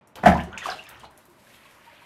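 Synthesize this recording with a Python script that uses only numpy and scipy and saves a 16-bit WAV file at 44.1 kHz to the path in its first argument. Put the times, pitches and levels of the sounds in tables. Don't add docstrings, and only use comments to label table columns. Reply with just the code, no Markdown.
import sys
import numpy as np
from scipy import signal
from scipy.fft import rfft, irfft, next_fast_len
from scipy.io import wavfile
from scipy.ndimage import map_coordinates

SR = 44100
rng = np.random.default_rng(int(sys.argv[2]) if len(sys.argv) > 2 else 0)


def field_ratio(decibels):
    return 10 ** (np.asarray(decibels, dtype=float) / 20)


def to_wav(s):
    ch = np.atleast_2d(s).T
    pcm = np.round(np.clip(ch, -1, 1) * 32767)
    wavfile.write(sys.argv[1], SR, pcm.astype(np.int16))


N = 90404

# (frequency [Hz], relative level [dB per Hz])
AIR_SPECTRUM = [(30, -54), (60, -9), (262, -8), (480, -13), (620, -7), (730, -15), (953, -9.5), (1320, -17),
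                (2360, -21.5), (5000, -39.5), (9000, -49), (15000, -74)]
# (time [s], relative level [dB], centre [Hz])
TICKS = [(0.0728, -48, 8700), (0.158, -38, 11100), (0.2358, -39.5, 5100), (0.261, -26, 7340),
         (0.343, -37, 5220), (0.3724, -38.5, 5750), (0.405, -40, 5870), (0.4352, -38, 6530),
         (0.665, -29.5, 5960), (0.837, -42.5, 6440), (0.89, -34, 12500), (0.996, -42, 6400),
         (1.109, -51.5, 9700), (1.1754, -42, 9860), (1.2535, -48.5, 11450), (1.2989, -52, 12300)]
# (time [s], bubbling [dB], spray [dB], slosh [dB], middle bubble pitch [Hz]), relative levels
SPLASH = [(.155, -36.5, -43, -43, 880), (.19, -31, -62.5, -38.5, 820), (.228, -49, -56.5, -35, 720),
          (.237, -16, -50, -36, 777), (.2555, -23, -42.5, -17, 847), (.259, -7, -25.5, -14.5, 1310),
          (.3, -14.5, -41, -12, 1335), (.33, -22, -80, -31, 1370), (.385, -37, -80, -23, 1780),
          (.41, -34, -59, -26.5, 2060), (.47, -48, -59, -53, 790), (.515, -37, -65, -40, 940),
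          (.53, -33, -63.5, -37, 1220), (.573, -39, -65, -72, 1310), (.577, -36, -42.5, -45, 2230),
          (.62, -32.5, -55, -47, 1970), (.655, -28.5, -38, -63, 1690), (.67, -25, -41, -32.5, 1500),
          (.72, -29, -43.5, -52, 1640), (.76, -39, -50.5, -46, 1200), (.8, -51, -51, -42, 2300),
          (.87, -40, -65, -63, 2150), (.93, -37.5, -68, -43, 1390), (.99, -43.5, -61, -42, 1750),
          (1.05, -45.5, -55, -40, 1550), (1.09, -54.5, -73, -48.5, 905), (1.2, -49.5, -73, -66.5, 920)]
# (frequency [Hz], relative level [dB per Hz])
SPRAY_SPECTRUM = [(1760, -8.5), (3000, 3.5), (4230, -5), (9530, -15), (12600, -18), (16000, -40)]
# (frequency [Hz], relative level [dB per Hz])
SLOSH_SPECTRUM = [(30, -39), (60, -5), (120, 0.5), (250, -13.5), (400, -6), (800, -45)]
# (time [s], relative level [dB], brightness about 200 Hz [dB per 2 octaves])
KNOCKS = [(.236, -15.5, -2), (.2585, -13, -6.5), (.272, -19.5, -3.5), (.287, -14.5, -5)]
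# (frequency [Hz], relative level [dB], t60 [s])
TUB_MODES = [(77.4, -8, 0.48), (133.6, -19, 0.65), (175.5, -5.5, 0.58), (186, 7, 0.2), (229.1, -1, 0.44),
             (332.4, -3.5, 0.41), (636, -15, 0.387), (652, -0.5, 0.28), (710, 5.5, 0.2), (754.3, 2, 0.39),
             (812, -3.5, 0.38), (950, 1, 0.084), (1730, -5.5, 0.193), (2150, -43, .15)]
# (time [s], relative level [dB], pitch [Hz],
# life [cycles])
BUBBLES = [(0.2369, -28, 1440, 6), (0.2588, -12.5, 1690, 4.6), (.258, -10.5, 713, 3.7),
           (.2612, -3.5, 708.5, 7.6), (0.27, -10, 219, 1.7), (.279, -23, 661, 7.6), (.283, -12, 173.2, 5),
           (0.319, -24, 1700, 6), (0.379, -33.5, 2630, 8.8), (.402, -31, 2800, 8.2),
           (.39, -24.5, 1653, 5.4), (0.352, -22, 950, 8.2), (0.396, -29, 2040, 3.7),
           (0.474, -38.5, 370, 13), (0.5203, -59, 6300, 26), (.521, -41, 1250, 3.4),
           (0.528, -33.5, 1363, 6.5), (.53, -41, 2930, 6.2), (0.54, -39, 1480, 16),
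           (0.562, -35.5, 946, 5.1), (0.576, -24, 2420, 4.7), (0.58, -28.5, 6400, 4.8),
           (0.607, -34.5, 2684, 11), (0.617, -38, 1870, 22), (.626, -40, 3280, 16), (0.628, -32.5, 1530, 6),
           (.6394, -45, 6060, 20), (0.6559, -22, 1078, 9.8), (.667, -23, 885, 2.5), (0.701, -26, 4860, 7.6),
           (.716, -31, 4020, 19), (0.721, -34, 1400, 8.8), (0.691, -32, 1530, 14), (.685, -29.5, 702, 7.4),
           (0.689, -35.5, 489, 3.9), (.762, -48, 634, 22), (0.787, -37.5, 2685, 31), (0.804, -41, 2700, 22),
           (0.851, -47, 2425, 19), (0.868, -43.5, 3280, 8), (0.901, -50, 3750, 9.8), (0.866, -49, 5100, 13),
           (0.946, -46, 2970, 13), (1.007, -49, 3130, 10), (1.016, -51, 2860, 16), (1.034, -41, 990, 5.1),
           (1.043, -33, 980, 2.5), (1.058, -41.5, 955, 4.1), (1.05, -46, 4000, 14), (1.282, -53.5, 347, 26),
           (1.469, -52.5, 1625, 14), (1.5, -51, 2060, 10.6), (1.652, -52.5, 1050, 9),
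           (1.661, -51, 2500, 13), (1.76, -52.5, 950, 14.5), (1.862, -54, 921, 42), (1.91, -56, 2150, 35),
           (1.925, -51.5, 620, 19), (2.016, -53, 950, 12.6)]
# (time [s], bubbling [dB], crackle [dB], middle bubble pitch [Hz]), relative levels
FIZZ = [(1.1, -63, -67.5, 1250), (1.43, -64, -62, 1550), (1.46, -60, -59, 1890), (1.55, -52.5, -61.5, 2670),
        (1.6, -55, -61, 2240), (1.67, -51.5, -61.5, 2600), (1.75, -53, -59, 1500), (1.82, -54, -62, 2060),
        (1.97, -50, -61.5, 2330), (2.05, -50, -60.5, 2410)]
# (frequency [Hz], relative level [dB per Hz])
CRACKLE_SPECTRUM = [(2350, -5.5), (4000, -7), (5600, -10), (7140, -11), (12800, -11), (16000, -26)]
# (frequency [Hz], t60 [s])
ROOM_T60 = [(100, 0.51), (600, 0.35), (2500, 0.28), (8000, 0.19), (15000, 0.21)]
# (frequency [Hz], gain [dB])
OVERALL_TONE = [(45, -1.5), (70, -2), (14000, -1.5), (15800, -12), (16500, -39)]

AIR_DB = -57
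SPRAY_SPREAD_DB = 6.5
WANDER_RAD_AT_1KHZ, WANDER_PER_S = 1.7, 44.6
BUILD_CYCLES = 0.79
PITCH_RISE = 0.034
MATE_DELAY_S, MATE_PITCH_SPREAD, MATE_DB = .013, 0.0628, -5.5
TUB_ECHO_DB, TUB_ECHO_S = 4, 0.0069
FIRST_WALL_S, WATER_WET_DB = .005, -5.5
START_S = .011
TOP, KNEE = 1, 3.7


def unit(x):
    return x / np.sqrt(np.mean(x ** 2) + 1e-20)


def along(points, hz):
    f, v = np.transpose(points)
    return np.interp(np.log(hz + 1), np.log(f + 1), v)


def through(x, spectrum):
    m = next_fast_len(N + 8192)
    gain = field_ratio(along(spectrum, np.fft.rfftfreq(m, 1 / SR)))
    return irfft(rfft(x, m) * gain, m)[..., :N]


def coloured(x, spectrum):
    return unit(through(x, spectrum))


def crackly(spread_db):
    return rng.standard_normal(N) * field_ratio(spread_db * rng.standard_normal(N))


def curves(rows):
    s, *columns = np.transpose(rows)
    return [np.interp(np.arange(N) / SR, s, column) for column in columns]


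def during(rows, fade_s):
    t = np.arange(N) / SR
    return (t > rows[0][0]) * np.clip((rows[-1][0] - t) / fade_s + 1, 0, 1)


def surges(per_s, depth_db):
    points = rng.standard_normal(int(N * per_s / SR) + 4)
    return field_ratio(depth_db * map_coordinates(points, [np.arange(N) * per_s / SR]))


def ring(s, db, hz, cycles, rise, size=1400):
    lives = np.arange(size) / SR * (hz / cycles)[:, None]
    phase = 2 * np.pi * cycles[:, None] * lives * (1 + rise * np.minimum(lives, 2) / 2)
    envelope = 3.03 * np.exp(-2 * lives) * (1 - np.exp(-5 * lives))
    fade_out = np.hanning(2 * size)[size:]
    wave = np.sin(phase) * envelope * fade_out * field_ratio(db)[:, None]
    at = np.round(s * SR).astype(int)[:, None] + np.arange(size)
    return np.bincount(at.ravel(), wave.ravel(), N + size)[:N]


def swarm(hz, octaves, cycles, spread_db, count=1500):
    when = rng.random(count)
    detune, loudness = rng.standard_normal(count), rng.standard_normal(count)
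    pitch_hz = np.clip(hz[(when * N).astype(int)] * 2 ** (octaves * detune), 250, 9000)
    level_db = spread_db * loudness - 0.39 * np.abs(detune)
    return unit(ring(when * N / SR, level_db, pitch_hz, np.full(count, cycles), PITCH_RISE, size=400))


def room_tone():
    return field_ratio(AIR_DB) * coloured(rng.standard_normal(N), AIR_SPECTRUM)


def ticks():
    out, t = np.zeros(N + SR), np.arange(800) / SR
    for s, db, hz in TICKS:
        envelope = field_ratio(-60 * t / 0.024) * (1 - np.exp(-t / 0.00069))
        burst = rng.standard_normal(len(t)) * envelope
        b, a = signal.iirpeak(min(hz, 15000), 1.4, SR)
        out[round(s * SR):][:len(t)] += field_ratio(db + 2.5) * signal.lfilter(b, a, burst)
    return out[:N]


def splash():
    bubbling_db, spray_db, slosh_db, hz = curves(SPLASH)
    bubbles = swarm(hz, octaves=0.777, cycles=4.4, spread_db=3.94, count=7000)
    froth = field_ratio(bubbling_db - 9.5) * surges(60.17, 2.0) * bubbles
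    spray = field_ratio(spray_db) * coloured(crackly(SPRAY_SPREAD_DB), SPRAY_SPECTRUM)
    slosh = field_ratio(slosh_db - 15.0) * coloured(rng.standard_normal(N), SLOSH_SPECTRUM)
    return during(SPLASH, 0.03) * (froth + spray + slosh)


def tub():
    out, t = np.zeros(N + SR), np.arange(SR // 2) / SR

    def drift():
        return map_coordinates(rng.standard_normal(40), [t * WANDER_PER_S], mode="nearest")

    for s, db, bright_db in KNOCKS:
        boom = np.zeros(len(t))
        for hz, mode_db, t60_s in TUB_MODES:
            tilt_db = bright_db * np.log2(hz / 200) / 2
            decay = field_ratio(mode_db + tilt_db + 1.0 * drift() - 60 * t / t60_s)
            wander_rad = WANDER_RAD_AT_1KHZ * np.sqrt(hz / 1000) * drift()
            build = 1 - np.exp(-t * hz / BUILD_CYCLES)
            boom += decay * build * np.sin(2 * np.pi * hz * t + wander_rad)
        out[round(s * SR):][:len(t)] += field_ratio(db - 9.5) * boom
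    return out[:N]


def bubble_rings(count=6):
    s, db, hz, cycles = np.transpose(BUBBLES)
    shape = (len(s), count)
    late = rng.exponential(size=shape)
    detune, loudness = rng.standard_normal(shape), rng.standard_normal(shape)
    mates = (s[:, None] + MATE_DELAY_S * late,
             db[:, None] + MATE_DB + 0.6 * loudness - 5.7 * late,
             hz[:, None] * (1 + MATE_PITCH_SPREAD * detune),
             cycles[:, None] + 0 * late)
    has_mates = hz > 450
    followers = ring(*(m[has_mates].ravel() for m in mates), PITCH_RISE, size=4000)
    return ring(s, db, hz, cycles, PITCH_RISE, size=4000) + followers


def fizz():
    bubbling_db, crackle_db, hz = curves(FIZZ)
    bubbles = swarm(hz, octaves=0.474, cycles=8.6, spread_db=0.72, count=5000)
    gas = field_ratio(bubbling_db - 4.5) * surges(11.93, 1.0) * bubbles
    crackle = field_ratio(crackle_db) * surges(45.2, 2.1) * coloured(crackly(5.1), CRACKLE_SPECTRUM)
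    return during(FIZZ, .1) * (gas + crackle)


def room(x, count=7):
    hz, t, z = signal.stft(rng.standard_normal((count, SR // 2)), SR, nperseg=256)
    echo_db = TUB_ECHO_DB * np.exp(-t / TUB_ECHO_S)
    decay_db = -60 * t / along(ROOM_T60, hz)[:, None]
    tails = signal.istft(z * field_ratio(echo_db + decay_db), SR, nperseg=256)[1]
    tails = tails / np.linalg.norm(tails[0])
    parts = x * (np.arange(N) * count // N == np.arange(count)[:, None])
    wet = signal.fftconvolve(parts, tails, axes=1).sum(axis=0)
    return np.pad(wet, (round(FIRST_WALL_S * SR), 0))[:N]


def scene():
    snaps, knocks = ticks(), tub()
    water = splash() + bubble_rings() + fizz()
    mix = room_tone() + snaps + field_ratio(-2.0) * room(snaps)
    mix += water + field_ratio(WATER_WET_DB) * room(water)
    mix += knocks + field_ratio(-7) * room(knocks)
    return mix[None]


def roll_off(x):
    return signal.sosfilt(signal.butter(12, 16460, fs=SR, output="sos"), x)


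def record(dry):
    x = through(dry, OVERALL_TONE) * (np.arange(N) > START_S * SR)
    mix = x / (1 + np.abs(x / TOP) ** KNEE) ** (1 / KNEE)
    return roll_off(mix)


dry = scene()
out = record(dry)
to_wav(out)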